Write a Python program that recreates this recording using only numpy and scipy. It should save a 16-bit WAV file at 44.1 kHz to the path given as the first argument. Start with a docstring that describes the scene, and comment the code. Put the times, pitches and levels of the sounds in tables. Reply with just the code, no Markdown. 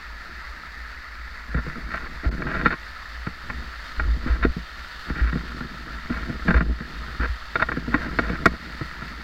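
"""In a cave, by a small waterfall splashing onto rock; the microphone is shut in a body-worn camera's plastic case.
The water comes through the shell, with the cave's echo behind it. The wearer clambers over the stones:
steps jolt the mount into a low wobble, and right at the microphone straps rustle and gear ticks, bumps
and scrapes, all ringing the same case. The electronics add a faint high whine; heavy blows duck the gain."""
import sys
import numpy as np
from scipy import signal
from scipy.fft import rfft, irfft
from scipy.io import wavfile
from scipy.ndimage import uniform_filter1d

SR = 44100
rng = np.random.default_rng(int(sys.argv[2]) if len(sys.argv) > 2 else 0)


def unload_wav(signal):
    """Save mono or channel-first audio to the path in sys.argv[1] as 16-bit WAV at rate SR, clipped to [-1, 1]."""
    wavfile.write(
        sys.argv[1],
        SR,
        np.round(np.clip(np.atleast_2d(signal).T, -1, 1) * 32767).astype(np.int16),
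    )


N = 407043
T = np.arange(N) / SR

# Levels in the tables are relative; each source sets its own gain on top.
# the water as heard from inside the case: frequency_hz, level_db
WATER_SPECTRUM = [(100, -10.5), (400, -19.5), (520, -15.5), (850, -13), (1100, -12.5), (1350, -1.5),
                  (1530, -6), (1850, 0.5), (2350, -11.5), (3100, -20.5), (4700, -15.5), (5500, -24.5),
                  (8800, -39), (15500, -40.5)]
# narrow bands where the shell lets more through: centre_hz, width_hz, lift_db
SHELL_WINDOWS = [(140, 49, -1), (1270, 120, 0.5), (1650, 180, 0.5), (3720, 110, 4), (4430, 360, 3),
                 (7600, 240, 5.5)]
# how far the case is turned towards the water: time_s, facing_share (0 away, 1 head-on)
FACING_WATER = [(0, 0.18), (1.7, 0), (3.2, 0.57), (5.2, 0.97), (6.5, 0.7), (7.3, 0.9), (9.23, 0.54)]
# change of tone with the case head-on to the water: centre_hz, width_hz, lift_db
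HEAD_ON_BANDS = [(2020, 950, -6), (3090, 570, 6.5), (3644, 63, 8), (4200, 91, 4)]
# spells of clambering: start_s, length_s, sway_db, rustle_db
CLAMBERING = [(0.296, 0.094, -34, -48.5), (1.495, 0.67, -34, -43), (2.251, .48, -30.5, -32.5),
              (3.442, 0.23, -32, -48), (3.989, 0.52, -24.5, -40), (5.085, 0.29, -34, -36),
              (5.4, 0.59, -39, -41.5), (6.053, .42, -31.5, -38.5), (6.471, 0.24, -22.5, -28),
              (6.774, 0.38, -37.5, -42), (7.58, 0.27, -36.5, -38), (7.877, 0.67, -32, -35.5),
              (8.6, 1, -42, -44.5)]
# rumble of the swaying mount: frequency_hz, level_db
SWAY_SPECTRUM = [(12, 0.5), (28, -4.5), (42, -6), (55, 9.5), (68, 1.5), (90, -35), (200, -34.5), (600, -87)]
# heavy steps jolting the mount: start_s, level_db, t60_s
STEP_JOLTS = [(1.55, -18.5, 0.36), (2.261, -13.5, 0.12), (4, -19.5, 0.3), (4.072, -15, .49),
              (4.299, -14.5, 0.7), (5.105, -19, 0.11), (5.211, -13, 0.52), (6.549, -10, .5),
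              (7.194, -18, 0.41), (7.293, -18.5, 0.21)]
# ringing modes of the plastic case: pitch_hz, level_db, t60_s
CASE_MODES = [(153.4, -17, 0.18), (182.7, -8, 0.093), (242.7, -5, 0.075), (307.7, -6, 0.039),
              (367, -9, 0.04), (486.5, -5.5, 0.038), (667, -5, 0.032), (858, -15.5, 0.054),
              (1080, -18, 0.075), (1144, -30, 0.11), (1406, 5, 0.03), (1586, 7, 0.013), (1776, -4, 0.03),
              (1876, -6, 0.047), (2224, -13, 0.056), (2790, -56, 0.0079), (3615, -8.5, 0.018),
              (4240, -6, 0.011)]
# gear hitting the case, a hard edge with a padded weight behind it: start_s, tick_db, bump_db
GEAR_KNOCKS = [(1.545, -20.5, -17), (1.578, -27, -20.5), (1.664, -28, -25), (1.942, -18.5, -42),
               (2.4208, -20, -30), (2.468, -21, -25), (2.659, -5.5, -14.5), (3.268, -22, -17),
               (3.5, -19.5, -34), (3.997, -14, -31), (4.259, -36, -18.5), (4.448, -17, -6.5),
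               (4.564, -50, -19), (5.1, -23.5, -20), (5.327, -20.5, -19), (5.354, -28, -16),
               (5.606, -24.5, -23), (6.1, -24, -18), (6.296, -25, -19.5), (6.482, -13, -13),
               (6.506, -11.5, -19), (6.5438, -12.5, -25), (6.607, -10.5, -14), (6.804, -28, -22.5),
               (7.198, -24, -21), (7.5563, -9.5, -38), (7.6233, -7, -38), (7.6877, -15, -28),
               (7.7178, -16.5, -48), (7.769, -23, -18), (7.877, -31, -19), (7.942, -8, -10.5),
               (8.188, -6.5, -18), (8.298, -27, -17.5), (8.4572, -1, -9), (8.4627, -12.5, -14.5),
               (8.809, -28, -22), (9.02, -24, -34)]
# gear sliding over the case: start_s, length_s, level_db, low_cut_hz
GEAR_SCRAPES = [(1.56, 0.039, -35, 250), (1.899, 0.089, -33, 1390), (2.001, 0.08, -38, 398),
                (2.227, 0.045, -33, 193), (2.463, 0.17, -29.5, 300), (2.645, 0.044, -26.5, 990),
                (2.701, 0.0465, -26.5, 600), (4.262, .11, -34, 200), (4.425, 0.031, -22.5, 700),
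                (5.148, 0.16, -33, 1140), (6.111, 0.09, -34.5, 500), (6.469, .165, -28.5, 700),
                (7.206, 0.059, -27, 300), (7.593, 0.0354, -25, 590), (7.916, 0.17, -34.5, 300),
                (8.219, 0.15, -33, 300)]


def undb(db):
    """Decibels to gain."""
    return 10 ** (np.asarray(db) / 20)


def unit(x):
    """Scale to rms 1."""
    return x / np.sqrt(np.mean(x ** 2))


def add(track, start_s, x):
    """Mix x into the track from start_s on."""
    i = max(int(start_s * SR), 0)
    track[i:i + len(x)] += x[:max(N - i, 0)]


def colour(x, spectrum, bands=()):
    """Filter by a broad spectrum with lifted or lowered bands on top."""
    f = np.maximum(np.arange(N // 2 + 1) * SR / N, 1)
    hz, db = np.transpose(spectrum)
    shape_db = np.interp(np.log(f), np.log(hz), db)
    for centre_hz, width_hz, lift_db in bands:
        shape_db += lift_db / (1 + (2 * (f - centre_hz) / width_hz) ** 2)
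    return irfft(rfft(x) * undb(shape_db), N)


def cut(x, hz, kind, order=2):
    """Butterworth low- or high-pass."""
    return signal.sosfilt(signal.butter(order, hz, kind, fs=SR, output="sos"), x)


def decay(t, t60_s):
    """A fall of 60 dB every t60_s."""
    return np.exp(-np.log(1000) * t / t60_s)


def swell(t, peak_s):
    """A quick rise to 1 at peak_s and a slower fall."""
    return t / peak_s * np.exp(1 - t / peak_s)


def wander(rate_hz):
    """Glide from one random value to the next, at rms 1."""
    hold = int(SR / rate_hz)
    steps = np.repeat(rng.standard_normal(N // hold + 1), hold)
    return unit(uniform_filter1d(steps, hold)[:N])


def grains(per_s, spread_db):
    """Random clicks; a positive spread makes a few louder, a negative one a few softer."""
    size = undb(spread_db * np.minimum(rng.exponential(size=N), 5))
    return unit((rng.random(N) < per_s / SR) * rng.standard_normal(N) * size)


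def bubbles(count=3600, low_hz=900, high_hz=5000, cycles=14, glide=0.074, spread_db=3):
    """Air trapped in the pool rings briefly and rises in pitch."""
    out = np.zeros(N)
    for when, pitch, size in rng.random((count, 3)):
        hz = low_hz * (high_hz / low_hz) ** pitch
        turns = T[:int(2 * cycles * SR / hz)] * hz
        age = turns / cycles
        ring = np.exp(-2 * age) * np.sin(2 * np.pi * turns * (1 + glide * age))
        add(out, when * N / SR, undb(-spread_db * np.log(size + 0.01)) * ring)
    return unit(out)


def waterfall(bubble_db=-10, cave_db=-5, cave_t60_s=0.94, flutter_db=1.5, wash_db=-1):
    """Drops spatter on rock and bubble in the pool over an even wash; the cave smears the splashes."""
    spatter = grains(per_s=5000, spread_db=-0.5) * undb(flutter_db * wander(rate_hz=18))
    splash = spatter + undb(bubble_db) * bubbles()
    cave_tail = rng.standard_normal(SR) * decay(T[:SR], cave_t60_s)
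    echo = unit(irfft(rfft(splash) * rfft(cave_tail, N), N))
    return splash + undb(cave_db) * echo + undb(wash_db) * rng.standard_normal(N)


def through_case(water, away_db=-39.5, head_on_lift_db=3, dip_at_s=2.29, dip_s=0.025, dip_db=-18):
    """The case dulls the water; its front passes more spray than its sides. The level dips once, briefly."""
    side = colour(water, WATER_SPECTRUM, SHELL_WINDOWS)
    front = colour(water, WATER_SPECTRUM, SHELL_WINDOWS + HEAD_ON_BANDS)
    facing = np.interp(T, *np.transpose(FACING_WATER))
    heard = (side + facing * (front - side)) / np.std(side)
    dip = np.zeros(N)
    add(dip, dip_at_s, signal.windows.tukey(int(dip_s * SR), 0.5))
    return heard * undb(away_db + head_on_lift_db * facing + dip_db * dip)


def whine(pitch_hz=13240, level_db=-76.5, waver_hz=40):
    """The camera's electronics whine faintly, even in level and slightly unsteady in pitch."""
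    hz = pitch_hz + waver_hz * wander(rate_hz=150)
    return undb(level_db) * unit(np.sin(2 * np.pi * np.cumsum(hz) / SR))


def effort(noise, rest_db, attack_s=0.027, release_s=0.034):
    """Gain of the "sway" or "rustle": each spell of clambering sets in, holds and falls back to rest."""
    gain = np.full(N, undb(rest_db))
    for start_s, length_s, sway_db, rustle_db in CLAMBERING:
        spell = np.interp(T - start_s, [-attack_s, 0, length_s, length_s + release_s], [0, 1, 1, 0])
        gain = np.maximum(gain, spell * undb({"sway": sway_db, "rustle": rustle_db}[noise]))
    return gain


def mount(wobble_hz=57.2, jolt_gain_db=1, rise_s=0.0061):
    """The camera sways on its mount all the time and wobbles freely after each heavy step."""
    out = unit(colour(rng.standard_normal(N), SWAY_SPECTRUM)) * effort("sway", rest_db=-40)
    t = T[:SR // 2]
    for start_s, level_db, t60_s in STEP_JOLTS:
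        swing = (1 - np.exp(-t / rise_s)) * decay(t, t60_s)
        wobble = swing / swing.max() * np.sin(2 * np.pi * wobble_hz * t)
        add(out, start_s, undb(level_db + jolt_gain_db) * wobble)
    return out


def shell(force, dull_hz=3300):
    """The case rings around the microphone, its modes mixed by where it is touched; plastic dulls the top."""
    t = T[:SR // 6]
    touch_db = rng.uniform(-3, 3, len(CASE_MODES))
    ring = sum(undb(level_db + lift_db) * np.sin(2 * np.pi * hz * t) * decay(t, t60_s)
               for (hz, level_db, t60_s), lift_db in zip(CASE_MODES, touch_db))
    return cut(signal.fftconvolve(force, ring)[:N], dull_hz, "low", order=3)


def straps(low_hz=150, soft_hz=320, uneven_db=2, rattle_db=-6, rattle_hz=700, rattle_limit_db=-46):
    """Cloth and straps nudge the case softly and rattle lightly, as hard as the wearer moves."""
    moving = effort("rustle", rest_db=-58)
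    nudges = grains(per_s=400, spread_db=1) * undb(uneven_db * wander(rate_hz=24))
    rustle = unit(cut(cut(shell(nudges), soft_hz, "low"), low_hz, "high"))
    taps = shell(grains(per_s=50, spread_db=0), dull_hz=2600)
    rattle = unit(cut(taps, rattle_hz, "high", order=1))
    rattle_gain = np.minimum(undb(rattle_db) * moving, undb(rattle_limit_db))
    return moving * rustle + rattle_gain * rattle


def ticks(gain_db=-7, chatter=0.11, chatter_peak_s=0.00255, rebound=0.73, rebound_s=0.00221,
          low_cut_hz=560, top_hz=2800, bright_hz_per_db=25):
    """A hard edge strikes the case, rebounds and chatters for milliseconds; harder hits are brighter."""
    out, t = np.zeros(N), T[:SR // 25]
    for start_s, tick_db, _ in GEAR_KNOCKS:
        force = chatter * rng.standard_normal(len(t)) * swell(t, chatter_peak_s)
        force[0] += 1
        force[int(rebound_s * SR * rng.uniform(0.8, 1.2))] += rebound
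        ring = shell(force, dull_hz=top_hz + bright_hz_per_db * tick_db)
        tick = cut(ring, low_cut_hz, "high", order=1)
        add(out, start_s, undb(tick_db + gain_db) * tick / np.std(tick[:SR // 100]))
    return out


def bumps(gain_db=1.5, contact_at_s=0.00311, crumple=0.049, crumple_peak_s=0.0054,
          low_cut_hz=100, top_hz=500, stiffen=0.17):
    """A padded weight pushes for longer, so mostly low modes answer; hard blows stiffen the padding."""
    out, t = np.zeros(N), T[:SR // 15]
    for start_s, _, bump_db in GEAR_KNOCKS:
        force = crumple * rng.standard_normal(len(t)) * swell(t, crumple_peak_s)
        force[int(contact_at_s * SR)] += 1
        padded = cut(shell(force), top_hz * undb(stiffen * bump_db), "low", order=3)
        bump = cut(padded, low_cut_hz, "high")
        add(out, start_s, undb(bump_db + gain_db) * bump / np.abs(bump).max())
    return out


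def scrapes(fade_s=0.0067, uneven_db=2):
    """Gear sticks and slips across the case; the dense little catches ring the shell."""
    out = np.zeros(N)
    catches = grains(per_s=2500, spread_db=-2.5) * undb(uneven_db * wander(rate_hz=61))
    for start_s, length_s, level_db, low_cut_hz in GEAR_SCRAPES:
        t = T[:int(length_s * SR)]
        pressure = np.clip(np.minimum(t, length_s - t) / fade_s, 0, 1)
        force = pressure * catches[int(start_s * SR):][:len(t)]
        rub = cut(shell(force), low_cut_hz, "high")
        add(out, start_s, undb(level_db) * rub / np.std(rub[:len(t)]))
    return out


def gain_control(x, threshold_db=-19.5, slope=0.55, bass_hz=600, sense_s=0.015, lag_s=0.025,
                 recover_db_per_s=16):
    """Heavy, bass-laden blows turn the camera's gain down a little late; it creeps back afterwards."""
    share = 1 / (sense_s * SR)
    bass_power = signal.lfilter([share], [1, share - 1], cut(x[0], bass_hz, "low") ** 2)
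    late_level_db = np.interp(T - lag_s, T, 10 * np.log10(bass_power + 1e-12))
    duck_db = slope * np.maximum(late_level_db - threshold_db, 0)
    recovered_db = recover_db_per_s * T
    return x * undb(recovered_db - np.maximum.accumulate(duck_db + recovered_db))


def scene():
    """Water out in the cave, handling right on the case, one microphone inside."""
    water = through_case(waterfall())
    handling = ticks() + bumps() + scrapes() + straps() + mount()
    return (water + handling + whine())[None]


def record(dry, overload=0.72, top_hz=15800):
    """The hardest knocks overload the camera's input and duck its gain; the extreme treble is cut."""
    ducked = gain_control(np.clip(dry, -overload, overload))
    return signal.sosfilt(signal.ellip(8, 0.2, 70, top_hz, fs=SR, output="sos"), ducked)


dry = scene()
out = record(dry)
unload_wav(out)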